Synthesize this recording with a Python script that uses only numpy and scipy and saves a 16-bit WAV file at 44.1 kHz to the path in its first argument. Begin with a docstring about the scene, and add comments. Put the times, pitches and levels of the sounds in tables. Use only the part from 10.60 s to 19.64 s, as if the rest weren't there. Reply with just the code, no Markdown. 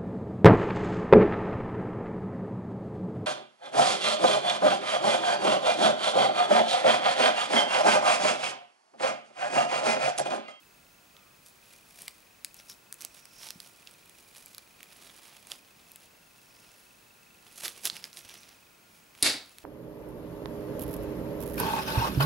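"""Shearing a steel screw

Hands in rubber gloves set a steel screw in the jaws of a small bolt cutter, close by in a quiet room.
Stick-slip noise makes the gloves rub and crackle; struck resonances make the thread tick and scrape.
The screw shears with a snap: decaying modes of jaws and steel arms, and a diffuse echo of the room.
The camera's limiter ducks the snap, so its echo swells up behind it; the camera itself buzzes faintly."""
import sys
import numpy as np
from scipy import signal
from scipy.fft import rfft, irfft, next_fast_len
from scipy.io import wavfile
from scipy.ndimage import uniform_filter1d, minimum_filter1d

SR = 44100
rng = np.random.default_rng(int(sys.argv[2]) if len(sys.argv) > 2 else 0)


def pcm_store(signal):
    """Save signal as 16-bit PCM."""
    levels = np.round(np.clip(np.atleast_2d(signal), -1, 1) * 32767)
    wavfile.write(sys.argv[1], SR, levels.astype(np.int16).T)


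N = 398663
TIME = np.arange(N) / SR   # s

# Spectrum of rubber on steel. Each row: frequency in Hz, relative density in dB per Hz.
RUB_COLOUR = [(88, -39), (150, -3), (381, -2.5), (550, -1.5), (631, -0.5), (1370, -2), (1510, -3),
              (2920, 1), (3830, -1), (5440, -4), (7710, -9), (10400, -5), (13000, -11.5), (15500, -31)]
# Strokes of the gloves over screw and grips. Each row: time of firmest pressure in seconds,
# length in seconds, level in dB (before the trim in gloves), treble against the rest in dB.
STROKES = [(0.585, 0.098, -68, -14), (0.873, 0.087, -57.5, 18), (1.12, 0.17, -57, 2.5),
           (1.416, 0.22, -52, 6.5), (1.994, 0.078, -54, 2), (2.11, 0.065, -50, 11), (2.418, 0.048, -50, 10),
           (2.447, .022, -43, -2), (2.575, 0.12, -55, 3.5), (2.851, 0.13, -46.5, 3),
           (3.053, 0.11, -54.5, 5), (3.284, 0.44, -61, -0.5), (3.585, 0.18, -62, 6),
           (3.769, 0.33, -55.5, 4.5), (3.92, .08, -55.5, 2), (4.458, 0.47, -54.5, 1),
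           (4.705, 0.27, -56, -2.5), (4.917, 0.065, -45.5, 2.5), (5.267, 0.49, -62, -2),
           (5.429, 0.062, -55, 0), (6.13, 0.99, -62, 2.5), (6.871, 0.15, -57.5, 0),
           (7.005, 0.083, -49.5, 11), (7.055, 0.081, -36.5, 3.5), (7.178, 0.18, -54, 1),
           (7.264, 0.034, -31.5, 8.5), (7.361, 0.08, -48, -3), (7.453, .05, -47, -2),
           (7.579, 0.058, -44.5, 6.5), (7.739, 0.3, -54, -3), (7.889, 0.13, -57, -7),
           (8.366, 0.074, -62, 6), (8.615, 0.065, -51.5, -3), (8.932, 0.41, -62.5, -1)]
# Where the hands work. Each row: time in seconds, left over right in dB.
HANDS = [(0, -5), (1.45, 0.5), (2.33, 2), (2.42, -5), (2.95, -4.5), (3.8, -3.5), (4.92, -4), (5.3, -0.5),
         (7.1, -4), (9, -2)]
# Echo spectrum of the handling. Each row: frequency in Hz, relative level in dB.
WALLS = [(100, 6.5), (4000, -4), (8000, 0), (14000, -12.5)]
# Decay of the room. Each row: frequency in Hz, time to fall by 60 dB in seconds.
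ROOM_T60 = [(100, 0.4), (300, 0.35), (1000, 0.41), (2200, 0.33), (4200, 0.35), (8000, 0.26), (14000, 0.24)]
# Likeness of the echo on both sides. Each row: frequency in Hz, left-right correlation from 0 to 1.
ROOM_LIKENESS = [(60, 1), (380, 1), (950, 0.85), (2400, 0.62), (6000, 0.69), (14000, 1)]
# Pitch of the camera's chirp. Each row: time in seconds, frequency in Hz.
CHIRP_PITCH = [(0, 2620), (1.5, 2430), (1.95, 2580), (4.3, 2430), (5.2, 2500), (5.4, 2660), (6.0, 2570),
               (7.3, 2650), (8.4, 2440), (8.9, 2620)]
# The lens motor whines while it seeks focus. Each row: start in seconds, end in seconds.
FOCUS_RUNS = [(0, 0.68), (1.95, 3.5), (5.55, 8.6)]
# Steady background spectrum. Each row: frequency in Hz, relative density in dB per Hz.
HISS_COLOUR = [(20, -3.5), (60, -7), (110, -6), (180, -3), (260, -5.5), (450, -7), (1000, -7.5),
               (1800, -10), (2500, -9.5), (3300, -13.5), (6000, -15), (15000, -20)]
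# Likeness of the background on both sides. Each row: frequency in Hz, left-right correlation from 0 to 1.
HISS_LIKENESS = [(60, 0.93), (150, 1), (380, 0.5), (950, 0.081), (2400, 0.26), (6000, 0.65), (14000, 1)]
# Thread sliding along a blade. Each row: centre in seconds, half length in seconds, level in dB,
# ring frequency in Hz.
SCRAPES = [(0.642, 0.084, -70, 1220), (1.48, 0.0027, -40.5, 2130), (1.996, 0.0083, -56, 5460),
           (2.107, 0.011, -49, 5400), (2.61, 0.077, -64.5, 5540), (2.823, 0.063, -54, 5430),
           (3.05, 0.017, -65, 5600), (3.276, 0.0032, -50.5, 2850), (6.0, 0.16, -69, 5330),
           (7.347, 0.057, -55, 5000), (7.756, 0.12, -62, 5700)]
# The thread catches on the blades. Each row: start in seconds, peak in dB, pitch in Hz,
# top resonance against that pitch in dB.
TICKS = [(0.5661, -41, 2750, -11), (0.591, -52, 3060, -5), (1.419, -29, 6040, 24), (1.48, -21, 3340, -4),
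         (1.8462, -18.5, 4540, 2.5), (1.943, -32, 2430, 11), (2.0985, -29, 5300, 6),
         (2.3252, -19, 5370, 8.5), (2.341, -32, 2760, 14), (2.407, -31, 5600, 1), (2.4128, -31, 4670, 4),
         (2.4204, -27.5, 5300, 2), (2.4485, -17.5, 5200, 15), (2.6544, -34.5, 5640, 1),
         (2.8314, -31, 2980, -8), (2.887, -27.5, 5530, -10), (2.9048, -22.5, 5100, -1.5),
         (3.0014, -26, 5130, -1.5), (3.272, -30.5, 2740, -10), (3.3107, -39.5, 2420, 10),
         (3.495, -38.5, 2830, 6), (3.8593, -31, 4100, 20), (3.9467, -29, 3770, 3.5), (3.9807, -27, 4170, 2),
         (4.2055, -35, 2270, -10), (4.2295, -30, 2380, 4), (4.4962, -38, 2610, -12),
         (4.8698, -33.5, 3580, 14), (4.917, -21, 3250, -24), (5.3168, -32.5, 6800, 10),
         (5.3585, -30, 3560, 12), (7.049, -21, 4150, -24), (7.0567, -23.5, 4970, -12),
         (7.0798, -18.5, 3240, 1), (7.2533, -12.5, 4700, 10), (7.2572, -18, 3600, -5),
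         (7.2715, -15, 3700, -2), (7.2988, -16.5, 4630, -16), (7.3663, -25.5, 2930, -8),
         (7.4403, -21.5, 4500, -13), (7.4537, -45, 4600, -6), (7.5293, -33.5, 4300, -12),
         (7.5709, -27.5, 3660, -7), (7.6944, -31.5, 2640, -13), (7.832, -36.5, 4400, -2),
         (8.55, -39.5, 2440, -10), (8.9835, -32, 4920, 1)]
# Soft knocks of the hand on the grips. Each row: start in seconds, level in dB, frequency in Hz.
BUMPS = [(2.957, -35.5, 184), (5.168, -49, 170), (7.08, -50, 101), (7.327, -40, 184), (7.652, -41, 95),
         (8.628, -16, 135)]
# The screw breaks and the jaws clash shut. Each row: start in seconds, peak in dB before the limiter.
CRACKS = [(8.6259, 3), (8.628, 4), (8.6313, 9), (8.6334, -12)]
# Short ring of jaws and grips. Each row: frequency in Hz, relative level in dB, 60 dB decay in seconds.
JAWS = [(272, -22.5, 0.038), (1700, -33, .004), (4240, -8, 0.0046), (4640, -0.5, 0.0035),
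        (9730, 7.5, 0.0031), (10300, -14, 0.0046), (12500, -11, 0.0048)]
# Long ring of steel arms and room. Each row: frequency in Hz, level in dB before the limiter.
RING = [(293, -29.5), (2225, -29), (2686, -32.5), (3567, -41), (3735, -29), (4043, -34), (4086, -31),
        (4431, -41), (4514, -38), (4676, -25), (4996, -43), (8975, -41), (9710, -44), (10082, -45)]
# The room's answer to the snap. Each row: frequency in Hz, relative density in dB per Hz.
ECHO_COLOUR = [(60, -29), (105, -14), (160, -11), (230, -4.5), (290, 1.5), (360, -4.5), (700, -5),
               (1000, -9.5), (2200, 1), (3100, -3.5), (3700, 3.5), (4650, 4), (5800, -3.5), (8000, -2),
               (10200, -2), (12500, -12), (15000, -42)]

# a stroke swells for this share of its length and is this much weaker at both ends
SWELL_SHARE, STROKE_EDGE_DB = 0.52, -10
RESTING_DB = -74.5   # gloves just holding on
# chance catches while the rubbing is above MOVING_DB: rate, height over the rubbing, ceiling of their mean
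MOVING_DB, CATCHES_PER_S, CATCH_ABOVE_DB, CATCH_CEILING_DB = -58.5, 8.3, 15.5, -40
CATCH_HZ, CATCH_TREBLE_DB = 2960, -9   # middle of the chance spread
# resonances of a contact below and above its own pitch: (Hz, nominal width Hz)
TICK_LOW, TICK_TOP = (1140, 2480), (9860, 5000)
TICK_LOW_DB = -4.5   # the low resonance against a contact's own pitch


def from_db(db):
    """Decibels to amplitude ratio."""
    return 10 ** (np.asarray(db) / 20)


def rms_one(x):
    """Normalisation to unit root mean square."""
    return x / np.sqrt(np.mean(x ** 2) + 1e-20)


def in_time(rows):
    """Linear interpolation of each column of a curve at every sample."""
    s, *columns = np.transpose(rows)
    return [np.interp(TIME, s, column) for column in columns]


def at_hz(points, hz):
    """Interpolation of a table on a logarithmic frequency axis."""
    table_hz, values = np.array(points).T
    return np.interp(np.log(hz), np.log(table_hz), values)


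def panned(x, pan_db):
    """Stereo placement by level difference, left over right."""
    return np.array([x * from_db(pan_db / 2), x * from_db(-pan_db / 2)])


def add(out, s, sound):
    """Superposition: mix a sound in at time s."""
    i = round(s * SR)
    out[..., i:i + sound.shape[-1]] += sound[..., :N - i]


def drift(rate):
    """Slow random fluctuation: chance values at a rate per second, joined by lines, with spread 1."""
    knots = rng.standard_normal(4000)
    return rms_one(np.interp(TIME * rate, np.arange(len(knots)), knots))


def filtered(x, kind, order, hz):
    """Butterworth filtering at one cutoff or between two."""
    return signal.sosfilt(signal.butter(order, hz, kind, fs=SR, output="sos"), x)


def resonance(x, hz, width_hz):
    """Damped resonance: a two-pole band-pass with gain 1 on top."""
    r = np.exp(-np.pi * width_hz / SR)
    zeros = np.array([1, 0, -1]) * (1 - r * r) / 2
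    poles = [1, -2 * r * np.cos(2 * np.pi * hz / SR), r * r]
    return signal.lfilter(zeros, poles, x)


def coloured(x, spectrum):
    """Spectral shaping: weight every frequency of a noise by a table."""
    size = next_fast_len(x.shape[-1])
    hz = np.fft.rfftfreq(size, 1 / SR) + 1   # keeps the logarithm finite
    return irfft(rfft(x, size) * from_db(at_hz(spectrum, hz)), size)[..., :x.shape[-1]]


def bands(spectrum, likeness, size):
    """Partial correlation by mid and side: yield (Hz, stereo noise band) in steps of half an octave."""
    noise = coloured(rng.standard_normal((2, 2, size)), spectrum)
    edges = np.geomspace(22, 17000, 20)
    for k, (low, high) in enumerate(zip(edges, edges[1:])):
        # two unrelated pairs are dealt in turn, so neighbouring bands are independent
        mid, side = filtered(noise[k % 2], "band", 2, [low, high])
        hz = np.sqrt(low * high)
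        alike = np.clip(at_hz(likeness, hz), 0, .995)
        mid, side = np.sqrt(1 + alike) * mid, np.sqrt(1 - alike) * side
        yield hz, np.array([mid + side, mid - side])


def room_tail(spectrum, build_s):
    """Diffuse reverberation: noise that builds up, then dies exponentially band by band; unit energy."""
    t = TIME[:SR // 2]
    tail = sum(band * from_db(-60 * t / at_hz(ROOM_T60, hz))
               for hz, band in bands(spectrum, ROOM_LIKENESS, size=len(t)))
    return rms_one(tail * (1 - np.exp(-t / build_s))) / np.sqrt(len(t))


def rubbing():
    """Power addition of strokes: level in dB, and brightness in dB as a mean weighted by power."""
    power, colour = from_db(RESTING_DB) ** 2, 0
    for s, length_s, db, bright_db in STROKES:
        # 0 at the firmest pressure, 1 at either end
        away = np.maximum((s - TIME) / SWELL_SHARE, (TIME - s) / (1 - SWELL_SHARE)) / length_s
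        stroke = from_db(db + STROKE_EDGE_DB * np.minimum(away, 10)) ** 2
        power = power + stroke
        colour = colour + stroke * bright_db
    return 10 * np.log10(power), colour / power


def slips(per_s, spread_db, smooth_share):
    """Random impulses: jerks of uneven size over a smooth hiss; the rate sets the grain, not the level."""
    sizes = from_db(spread_db * np.minimum(rng.exponential(1, N), 4)) * rng.choice([-1, 1], N)
    per_s = np.minimum(per_s, SR)
    jerks = sizes * (rng.random(N) < per_s / SR) / np.sqrt(per_s)
    return rms_one(jerks) + smooth_share * rng.standard_normal(N)


def gloves(rub_db, bright_db, slips_per_s=1800, usual_db=-58, flutter_db=3.0, split_hz=6500, trim_db=-0.5):
    """Stick-slip friction of rubber: lone crackles under a light touch, a dense rasp under a hard one."""
    per_s = slips_per_s * from_db(rub_db - usual_db)   # slips_per_s holds at usual_db

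    def part(kind):
        """Band splitting: an independent rub on one side of split_hz."""
        friction = coloured(slips(per_s, spread_db=4.0, smooth_share=0.29), RUB_COLOUR)
        return rms_one(filtered(friction, kind, 2, split_hz))

    bright = from_db(bright_db)
    rub = (part("low") + bright * part("high")) / np.sqrt(1 + bright ** 2)
    return rub * from_db(trim_db + rub_db + flutter_db * drift(220))


def tone(hz, rms_db):
    """Phase integration: a sine whose phase sums its frequency."""
    return np.sqrt(2) * from_db(rms_db) * np.sin(2 * np.pi * np.cumsum(hz) / SR)


def camera_chirps(level_db=-62.5, frame_phase_s=0.03, chirp_s=0.0037, sweep_hz=50, waver_hz=50):
    """Periodic gating of a tone: a short rough chirp every frame, each falling a little in pitch."""
    frame_s = 1 / 25
    jitter_s = 0.00072 * drift(11)
    offset = (TIME - frame_phase_s + jitter_s + frame_s / 2) % frame_s - frame_s / 2
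    gate = np.exp(-.5 * (offset / chirp_s) ** 2)
    pitch = in_time(CHIRP_PITCH)[0] + waver_hz * drift(150) - sweep_hz * offset / chirp_s
    swell_db, rough_db = 1.0 * drift(8), 2 * drift(230)
    return gate * tone(pitch, level_db + swell_db + rough_db)


def lens_motor(level_db=-77, whine_hz=1411):
    """Frequency wander of a running motor: a thin whine, faded in and out over a tenth of a second."""
    running = sum(1.0 * (TIME >= start) * (TIME < end) for start, end in FOCUS_RUNS)
    seeking = uniform_filter1d(running, size=SR // 10)
    return seeking * tone(whine_hz + 8 * drift(30), level_db)


def line_scan(level_db=-71.5, scan_hz=15625):
    """Pure tone of the line scan: a thin steady whistle."""
    return tone(np.full(N, scan_hz), level_db)


def hiss(level_db=-59.5):
    """Stationary noise: room rumble and microphone hiss, alike on both sides to a degree set by band."""
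    return from_db(level_db) * rms_one(sum(band for _, band in bands(HISS_COLOUR, HISS_LIKENESS, size=N)))


def scrapes(sharpness=5, rough_db=3):
    """Friction-driven resonance: the sliding thread excites one mode of screw or jaws at a time."""
    friction = rng.standard_normal(N) * from_db(rough_db * drift(300))
    out = np.zeros(N)
    for s, half_s, db, hz in SCRAPES:
        width_hz = hz / sharpness
        ring = rms_one(resonance(resonance(friction, hz, width_hz), hz, width_hz))
        out += from_db(db) * np.exp(-.5 * ((TIME - s) / half_s) ** 2) * ring
    return out


def catches(rub_db, spread_db=2.0, spread_octaves=0.78, treble_spread_db=7):
    """Poisson events: faint chance contacts while the gloves move, as rows like those of TICKS."""
    at = np.flatnonzero((rng.random(N) < CATCHES_PER_S / SR) & (rub_db > MOVING_DB))
    size, pitch, treble = rng.standard_normal((3, N))[:, at]
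    peak_db = np.minimum(rub_db[at] + CATCH_ABOVE_DB, CATCH_CEILING_DB) + spread_db * size
    pitch_hz = CATCH_HZ * 2 ** (spread_octaves * pitch)
    return list(zip(at / SR, peak_db, pitch_hz, CATCH_TREBLE_DB + treble_spread_db * treble))


def ticks(contacts, peak_s=0.0011, grip_s=0.00034, settle_db=-22, settle_s=0.0065, rattle_db=4, width_hz=1400):
    """Impact excitation of three resonances: a brief noise burst, then a faint uneven settling."""
    out, t = np.zeros(N), TIME[:SR // 50]
    rattle = from_db(rattle_db * drift(400))
    grit = rng.standard_normal((3, N))   # one noise for each resonance
    for s, peak_db, pitch_hz, treble_db in contacts:
        span = (round(s * SR) + np.arange(len(t))) % N
        settling = from_db(settle_db) * (t > peak_s) * np.exp(-t / settle_s) * rattle[span]
        burst = np.exp(-.5 * ((t - peak_s) / grip_s) ** 2) + settling
        parts = [(TICK_LOW_DB, *TICK_LOW), (0, pitch_hz, width_hz), (treble_db, *TICK_TOP)]
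        tick = np.zeros(len(t))
        for noise, (db, hz, width) in zip(grit, parts):
            # two passes narrow the band, so each is made twice as wide
            ring = resonance(resonance(burst * noise[span], hz, 2 * width), hz, 2 * width)
            tick += from_db(db) * rms_one(ring)
        add(out, s, tick / np.abs(tick).max() * from_db(peak_db))
    return out


def bumps(t60=0.025):
    """Heavily damped oscillation: padded knocks of a few low cycles each."""
    out, t = np.zeros(N), TIME[:SR // 10]
    for s, db, hz in BUMPS:
        rise = 1 - np.exp(-t * hz * 2)
        add(out, s, from_db(db - 60 * t / t60) * np.sin(2 * np.pi * hz * t) * rise)
    return out


def jaw_crack(t, contact_s=0.00015):
    """Modal superposition: a blow sets off the damped modes of the jaws; peak 1."""
    crack = np.zeros(len(t))
    for hz, db, t60 in JAWS:
        chance_db = rng.normal(0, 1)
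        crack += from_db(db + chance_db - 60 * t / t60) * np.sin(2 * np.pi * hz * t)
    crack *= 1 - np.exp(-(t / contact_s) ** 2)
    return crack / np.abs(crack).max()


def steel_ring(t, build_s=0.0088):
    """Free vibration: long modes of the steel arms, dying at the room's rate, slightly out of step in stereo."""
    ring = np.zeros((2, len(t)))
    for hz, db in RING:
        phase = rng.uniform(0, 2 * np.pi) + rng.normal(0, 0.11, (2, 1))
        ring += from_db(db - 60 * t / at_hz(ROOM_T60, hz)) * np.sin(2 * np.pi * hz * t + phase)
    return ring * (1 - np.exp(-t / build_s))


def snap(echo_db=16, echo_pan_db=-0.6):
    """Impulsive release: the break and its rebounds strike the jaws, the steel rings on, the room answers."""
    out, t = np.zeros((2, N)), TIME[:SR // 2]
    for s, peak_db in CRACKS:
        add(out, s, jaw_crack(t) * from_db(peak_db))
    start = CRACKS[0][0]
    add(out, start, steel_ring(t))
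    echo = room_tail(ECHO_COLOUR, build_s=0.0036)
    add(out, start, echo * panned(from_db([echo_db]), echo_pan_db))
    return out


def scene(wet_db=-16.0):
    """Superposition of close handling, its echo by convolution, the snap and the steady background."""
    rub_db, bright_db = rubbing()
    contacts = ticks(list(TICKS) + catches(rub_db))
    close = gloves(rub_db, bright_db) + scrapes() + contacts
    handling = panned(close, in_time(HANDS)[0]) + bumps()
    room = signal.fftconvolve(handling, room_tail(WALLS, build_s=0.00087), axes=1)[:, :N]
    camera = camera_chirps() + lens_motor() + line_scan()
    return handling + from_db(wet_db) * room + snap() + camera + hiss()


def record(dry, ceiling_db=-4, release_db_per_s=400, bass_cut_hz=32, top_cut_hz=16300):
    """Peak limiting: gain ducks at once and recovers at a constant rate; deep bass and top are cut."""
    over_db = np.maximum(20 * np.log10(np.abs(dry).max(axis=0) + 1e-9) - ceiling_db, 0)
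    over_db = -minimum_filter1d(-over_db, size=21)   # hold each peak, a few samples early and late
    release_db = release_db_per_s * TIME
    duck_db = np.maximum.accumulate(over_db + release_db) - release_db
    limited = dry * from_db(-uniform_filter1d(duck_db, size=15))
    limited = filtered(limited, "high", 2, bass_cut_hz)
    return signal.sosfilt(signal.ellip(10, .1, 70, top_cut_hz, fs=SR, output="sos"), limited)


dry = scene()
out = record(dry)
pcm_store(out)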